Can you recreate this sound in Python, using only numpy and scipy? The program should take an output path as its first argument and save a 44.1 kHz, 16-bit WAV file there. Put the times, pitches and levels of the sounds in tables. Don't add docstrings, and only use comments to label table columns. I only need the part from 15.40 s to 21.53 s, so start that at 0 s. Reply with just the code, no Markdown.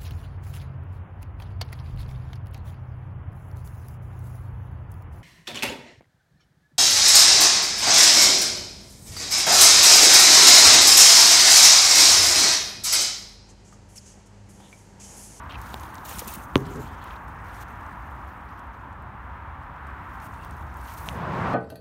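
import sys
import numpy as np
from scipy import signal
from scipy.fft import rfft, irfft, next_fast_len
from scipy.io import wavfile
from scipy.ndimage import uniform_filter1d

SR = 44100
rng = np.random.default_rng(int(sys.argv[2]) if len(sys.argv) > 2 else 0)


def voltage_ratio(decibels):
    exponent = np.asarray(decibels, float) / 20
    return 10 ** exponent


def waveform_to_disk(signal):
    frames = np.transpose(np.atleast_2d(signal))
    scaled = np.clip(frames, -1, 1) * 32767
    samples = np.round(scaled).astype(np.int16)
    wavfile.write(sys.argv[1], SR, samples)


N = 270553
TIME = np.arange(N) / SR

# t/s, hiss level/dB, coarse over fine/dB
SLEEVE_MOTION = [(0, -75.5, 14), (.17, -68.5, 2), (1.1, -67.5, -1), (1.19, -62.5, 3), (1.46, -64.5, 7.5),
                 (1.58, -71, 11), (1.8, -71.5, -2), (2.44, -70.5, 2), (3.1, -75.5, 3), (3.5, -83, 8),
                 (4.4, -93, 12), (4.76, -70, 0), (4.92, -66.5, 1.5), (5.31, -71, 4), (5.42, -61.5, -1),
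                 (5.66, -53.5, -8), (5.74, -60, 1), (5.84, -73, 2)]
# t/s, length/s, hiss level/dB, coarse over fine/dB
CLOTH_STROKES = [(0.091, 0.067, -73, 23), (0.173, .03, -60.5, -1.5), (0.213, 0.25, -56.5, -0.5),
                 (0.403, 0.29, -63.5, 1.5), (0.645, 0.16, -46, -2.5), (0.785, .012, -40, -1),
                 (0.797, 0.093, -52, 1), (0.87, .066, -47, -5), (0.93, 0.023, -45.5, -4.5),
                 (0.958, 0.095, -57, -3), (1.16, 0.046, -63, 1.5), (1.246, 0.028, -60, 3),
                 (1.29, 0.16, -61.5, 0), (1.497, 0.028, -72, .6), (1.61, .155, -67, 10.5),
                 (1.873, 0.022, -69, -6), (2.037, .09, -67, 5), (2.125, 0.1, -61, 0),
                 (2.2, 0.027, -56.5, -5), (2.275, .03, -68, 5), (2.865, .03, -72, 1),
                 (3.17, 0.028, -75, 1.5), (4.21, .025, -79, 3), (4.46, .04, -77, 1.5),
                 (4.811, 0.057, -58.5, -1), (5, 0.055, -69, 9), (5.1, .05, -69, -.5),
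                 (5.466, .08, -63.5, 5), (5.568, 0.013, -52.5, 2.5), (5.651, 0.042, -50.5, -4)]
# level/dB in the fine, middle and coarse bands
REST_LEVELS = [-95, -97, -75]
RUB_CENTRES = [12000, 6700, 3400]
# f/Hz, level per Hz/dB
RUB_SPECTRUM = [(1800, 2), (2600, 1), (3800, -2), (4900, -4), (6500, -0.5), (7600, -4), (9500, -1.5),
                (15600, -3.5), (16000, -20)]
# t/s, peak level/dB, centre f/Hz
CLOTH_SLIPS = [(0.2145, -35, 9180), (0.4329, -35.5, 8660), (0.6295, -46, 13400), (0.652, -27, 14200),
               (0.6923, -23, 12500), (0.7924, -19, 8100), (0.8445, -32, 6190), (0.8759, -21, 14300),
               (0.9378, -20.5, 14900), (0.9524, -26, 14100), (1.0394, -37, 14200), (1.3573, -37, 6100),
               (1.6403, -35, 12100), (4.8, -43, 5440), (4.8429, -38, 12650), (5.0474, -42, 12900),
               (5.3408, -45, 8800), (5.3697, -39, 14800), (5.4116, -41, 9320), (5.4385, -48, 6570),
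               (5.5368, -29, 12800), (5.5787, -35, 12900)]
# t/s, peak level/dB, centre f/Hz
CLOTH_CREASES = [(1.8801, -51, 5770), (2.1444, -47, 5600), (2.2094, -48, 5670), (2.2857, -56, 6180),
                 (2.4638, -53, 5430), (2.66, -58, 10000), (2.8759, -52, 13000), (3.27, -59, 11500),
                 (3.37, -58, 13500), (3.41, -60, 6000), (3.09, -56, 5000), (3.1926, -48.5, 6590),
                 (3.5274, -53, 5960), (3.6217, -53, 11700), (4.2294, -58, 6370), (4.36, -58, 6200),
                 (4.4686, -49, 7690), (4.5, -58, 8000)]
# t/s, peak level/dB, centre f/Hz
DRY_SNAPS = [(0.4824, -49, 4290), (0.5436, -32, 12500), (.5536, -32, 5150), (0.582, -36, 4020),
             (0.7294, -41, 6700), (0.7854, -22, 7860), (0.8814, -23, 5570), (1.2044, -42, 6020),
             (1.2665, -39, 6750), (1.9894, -51.5, 4450), (2.3044, -51, 4660), (2.463, -48, 5430),
             (2.5094, -54, 4120), (4.9194, -54, 9000), (5.0474, -37, 12900), (5.1093, -38, 6430),
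             (5.1672, -41, 13100), (5.2255, -48, 4130), (5.2694, -48, 12200)]
# t/s, peak level/dB, centre f/Hz
THORN_RASPS = [(0.0964, -42, 3020), (0.1074, -33, 2820), (0.12, -36, 2900), (0.133, -48, 2720),
               (0.1424, -30.5, 2630), (0.1537, -30, 2400), (0.2913, -42, 3310), (0.333, -38, 3220),
               (0.4534, -43, 2660), (1.3169, -41, 2300), (1.6724, -45, 3700), (1.7065, -35, 3000),
               (1.7379, -39, 2440), (1.76, -44, 3600), (5.0114, -47, 2710), (5.047, -45, 2690)]
# t/s, peak level/dB, centre f/Hz, fade/s
THORN_SQUEAKS = [
    (.147, -29.5, 2530, 0.053),
    (.157, -36, 2470, 0.03),
    (2.14, -52, 5660, .12),
    (2.205, -54, 5650, .1),
    (4.99, -48, 2700, .2),
    (5.02, -46.5, 2750, 0.19),
]
# t/s, peak level/dB, centre f/Hz, fade/s
WIRE_SLIDES = [
    (1.158, -29, 3020, 0.042),
    (1.19, -58, 6600, .3),
    (1.3, -53, 6800, 0.65),
    (1.39, -54, 7100, 0.54),
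    (1.26, -55, 3100, .6),
    (1.45, -58, 3300, .6),
    (1.6, -57, 3200, .6),
]
# t/s, peak level/dB, pitch f/Hz, snap level/dB, hollow level/dB
TWIG_TICKS = [(0.1228, -26, 2630, -20, -30), (0.216, -36, 6000, 9, -30), (0.3424, -17, 3720, -7, -2.5),
              (.3425, -21, 1980, -25, -25), (.398, -31.5, 6800, -12, -30), (0.399, -36, 4200, -25, -30),
              (0.436, -32, 3500, -14, 6), (0.713, -26.5, 2540, -20, 4.5), (.8194, -35, 2520, -20, -10),
              (1.257, -43, 4600, -20, -30), (1.4306, -38, 2790, -12, -30), (3.0898, -50, 4580, -20, -30),
              (5.483, -31, 2880, -10, -22), (5.688, -11, 2920, -25, -15), (5.694, -29, 3200, -25, -10)]
# t/s, peak level/dB, pitch f/Hz, ring/s
HAND_BUMPS = [(0.341, -36, 228, 0.072), (0.432, -37.5, 314, 0.049), (0.713, -39, 520, 0.064),
              (0.777, -28, 200, 0.03), (0.819, -23.5, 500, 0.022), (0.873, -28.5, 226, 0.04),
              (0.968, -29.5, 186, 0.048), (1.259, -28, 165, 0.12), (1.36, -25, 170, 0.042),
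              (1.39, -45, 280, 0.045), (1.44, -25.5, 182, 0.026)]
# t/s, crack level/dB, body level/dB, edge level/dB
WIRE_KNOCK = [
    (1.1564, 2, -2.5, -21),
    (1.167, -21, -17, -29),
    (1.1778, -48, -23.5, -32),
]
# f/Hz, level/dB, t60/s
CASE_MODES = [(86, -15, 0.077), (133, -14.5, 0.23), (261, 2.5, 0.028), (393, -3, 0.031), (535, -3.5, 0.018),
              (1050, 11.5, 0.006)]
# f/Hz, level/dB, t60/s
CRACK_MODES = [(3220, 4.5, 0.0017), (1880, 2.5, 0.0014)]
# f/Hz, level/dB, t60/s
EDGE_MODES = [(6100, -4, 0.0032), (9600, 2.5, 0.00093), (13500, -5, 0.0014)]
# t/s, level/dB
WIRE_SHAKE = [
    (1.16, -56),
    (1.19, -28.5),
    (1.25, -40),
    (1.4, -35),
    (1.46, -54),
    (1.55, -52),
]
# f/Hz, width/Hz, level/dB
SHAKEN_MODES = [(130, 31, 1), (250, 78, -2), (391, 29, -2.5)]
# f/Hz, level per Hz/dB
NEAR_SPECTRUM = [(25, -34), (60, -8), (110, 1.5), (190, -1.5), (300, -12), (550, -10), (990, -6.5),
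                 (1600, -14), (2400, -24.5), (4500, -39), (9000, -52.5), (16000, -65)]
# f/Hz, level per Hz/dB
FAR_SPECTRUM = [(25, -27.5), (62, 1), (150, -14), (280, -17), (450, -25), (680, -19.5), (960, -11),
                (1300, -15.5), (1700, -20), (2200, -29.5), (3200, -41.5), (4700, -56.5), (7000, -60.5),
                (16000, -61)]
# t/s, tyre level/dB, brightening above 1 kHz/(dB per octave)
TRAFFIC_FLOW = [(0, -42.5, 0.5), (1.2, -42.5, -1), (2.45, -42, 0.8), (2.7, -43, 0.8), (3.6, -44, 0.15),
                (4.3, -43.5, 1.5), (4.6, -42, 1.5), (5.05, -43, 0), (5.6, -43, 1)]
# t/s, extra level/dB, half length/s
LORRY_PASSES = [(1.34, 3, 0.19), (2.247, 0.5, 0.36), (3.55, 1, .1), (4.287, 3, 0.096), (4.65, 2, 0.072),
                (5.195, 4.5, 0.22)]


def curve(rows):
    s, *columns = np.transpose(rows)
    return [np.interp(TIME, s, c) for c in columns]


def unit(x):
    return x / np.sqrt(np.mean(x ** 2))


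def walk(rate):
    k = int(SR / rate)
    steps = np.repeat(rng.standard_normal(N // k + 1), k)
    return 1.54 * uniform_filter1d(uniform_filter1d(steps, k), k)[:N]


def bands(x, colour, gain, count=1):
    size = next_fast_len(N)
    octave = np.log2(np.maximum(np.arange(size // 2 + 1) * SR / size, 1))
    hz, db = np.transpose(colour)
    spectrum = rfft(x, size) * voltage_ratio(np.interp(octave, np.log2(hz), db, left=-90, right=-90))
    spectrum = spectrum * np.sqrt(size) / np.sqrt(2 * np.sum(np.abs(spectrum) ** 2) / size)
    out = np.zeros(N)
    for c in np.arange(np.floor(np.log2(hz[0])), 14.6, 1 / count):
        triangle = np.clip(1 - count * np.abs(octave - c), 0, 1)
        out += gain(2. ** c) * irfft(spectrum * triangle, size)[:N]
    return out


def add(out, s, sound):
    i = int(s * SR)
    out[i:i + len(sound)] += sound[:N - i]


def ring(hz, t60, rise=.0001):
    t = np.arange(int(SR * t60 * 1.2) + 8) / SR
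    return np.sin(2 * np.pi * hz * t) * np.exp(-np.log(1000) * t / t60) * (1 - np.exp(-t / rise))


def puffs(events, spread, rise, trim_db):
    out = np.zeros(N)
    t = np.arange(8192) / SR
    for s, db, hz, fade in events:
        b, a = signal.butter(2, [hz / spread, min(hz * spread, .45 * SR)], "bandpass", fs=SR)
        noise = signal.lfilter(b, a, rng.standard_normal(len(t)))
        shape = (1 - np.exp(-t / rise)) * np.exp(-np.log(1000) * t / fade) * (1 - t / t[-1])
        add(out, s, voltage_ratio(db + trim_db) * unit(noise) * shape)
    return out


def fading(events, fade):
    return [(*event, fade) for event in events]


def rubbing():
    levels = effort()
    grains = rng.standard_normal(N) * voltage_ratio(1.6 * rng.exponential(size=N))
    flurry = 1.1 * walk(60) + .5 * walk(200)

    def gain(hz):
        share = np.array([np.interp(-hz, -np.array(RUB_CENTRES), row) for row in np.eye(3)])
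        patchy = 1.2 * walk(25) + 2.15 * walk(250)
        return voltage_ratio(share @ levels + 4.0 + patchy)

    return voltage_ratio(flurry) * bands(grains, RUB_SPECTRUM, gain, count=3)


def effort():
    attack_s, release_s, sag_db_per_s = .008, .015, 9
    lean = np.array([[0], [0.11], [1]])
    motion_db, press_db = curve(SLEEVE_MOTION)
    power = voltage_ratio(np.array(REST_LEVELS))[:, None] ** 2 + voltage_ratio(motion_db + press_db * lean) ** 2
    for s, length, db, tilt_db in CLOTH_STROKES:
        i = slice(int(s * SR), int((s + length + release_s) * SR))
        t = TIME[i] - s
        shape = np.clip(t / attack_s, 0, 1) * np.clip(1 - (t - length) / release_s, 0, 1)
        power[:, i] += (shape * voltage_ratio(db + tilt_db * lean - sag_db_per_s * t)) ** 2
    weave_trim_db = np.array([[0], [-1.35], [0]])
    return 10 * np.log10(power) + weave_trim_db


def slips():
    cloth = fading(CLOTH_SLIPS, 0.022) + fading(CLOTH_CREASES, 0.029)
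    out = puffs(cloth, 1.6, 0.00037, -7.5)
    out += puffs(fading(DRY_SNAPS, .008), 1.6, 0.0004, -3.0)
    out += puffs(fading(THORN_RASPS, 0.025), 1.22, 0.0011, -3.5)
    out += puffs(WIRE_SLIDES, 1.1, .012, -0.5)
    out += puffs(THORN_SQUEAKS, 1.025, 0.0025, -6.0)
    return out


def taps():
    out = np.zeros(N)
    t60 = 0.002
    for s, db, hz, snap_db, hollow_db in TWIG_TICKS:
        add(out, s, voltage_ratio(db + 3.5) * (ring(hz, t60, 0.00011) + 0.35 * ring(hz * 1.87, t60, 0.00026)))
        add(out, s, voltage_ratio(db + snap_db) * ring(14000, .0012, .00003))
        add(out, s, voltage_ratio(db + hollow_db) * ring(910, 0.0095, 0.00034))
    for s, db, hz, t60 in HAND_BUMPS:
        add(out, s, voltage_ratio(db + 1.5) * (ring(hz, t60, 0.0019) + .5 * ring(hz * 1.605, t60, 0.0014)))
    return out


def knock():
    out = np.zeros(N)
    for s, crack_db, body_db, edge_db in WIRE_KNOCK:
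        for k, (hz, db, t60) in enumerate(CRACK_MODES):
            add(out, s, (-1) ** k * voltage_ratio(crack_db + db) * ring(hz, t60, 0.00027))
        for hz, db, t60 in EDGE_MODES:
            add(out, s, voltage_ratio(edge_db + db + 6.5) * ring(hz, t60))
        for k, (hz, db, t60) in enumerate(CASE_MODES):
            add(out, s, -(-1) ** k * voltage_ratio(body_db + db) * ring(hz, t60, 0.0023))
    return out


def shaking():
    jolts = rng.standard_normal(N) * voltage_ratio(2.0 * walk(49.64))
    rung = np.zeros(N)
    for hz, width, db in SHAKEN_MODES:
        b, a = signal.iirpeak(hz, hz / width, fs=SR)
        rung += voltage_ratio(db) * signal.lfilter(b, a, jolts)
    rung = signal.sosfilt(signal.butter(2, [90, 480], "bandpass", fs=SR, output="sos"), rung)
    touching = (TIME > WIRE_SHAKE[0][0]) * (TIME < WIRE_SHAKE[-1][0])
    return touching * voltage_ratio(curve(WIRE_SHAKE)[0]) * unit(rung)


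def near_road():
    dissolve_s, length_s, level_db = 5.562, 0.53, -26
    fade_in = np.clip((TIME - dissolve_s) / length_s, 0, 1)

    def rough(hz):
        return voltage_ratio(.8 * walk(25))

    return voltage_ratio(level_db) * fade_in * bands(rng.standard_normal(N), NEAR_SPECTRUM, rough)


def far_road():
    tyre_db, bright_db = curve(TRAFFIC_FLOW)
    engine_db = np.full(N, -47.0)
    for s, db, half in LORRY_PASSES:
        engine_db += db * np.exp(-((TIME - s) / half) ** 2)

    def gain(hz):
        if hz < 200:
            return voltage_ratio(engine_db + 8.0 + 1.14 * walk(7.3))
        octaves = np.clip(np.log2(hz / 1000), -1, 2)
        return voltage_ratio(tyre_db + bright_db * octaves + 4.0 + 0.47 * walk(7))

    return bands(rng.standard_normal(N), FAR_SPECTRUM, gain)


def scene():
    handling = rubbing() + slips() + taps() + knock() + shaking()
    road = near_road() + far_road()
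    return (handling + road)[None]


def band_limit(x):
    return signal.sosfilt(signal.butter(12, 16510, fs=SR, output="sos"), x)


def record(dry):
    port = signal.lfilter(*signal.iirpeak(10500, 9.0, fs=SR), dry)
    top_cut = signal.ellip(10, .2, 35, 15800, fs=SR, output="sos")
    mix = signal.sosfilt(top_cut, dry - .45 * port)
    return band_limit(mix)


dry = scene()
out = record(dry)
waveform_to_disk(out)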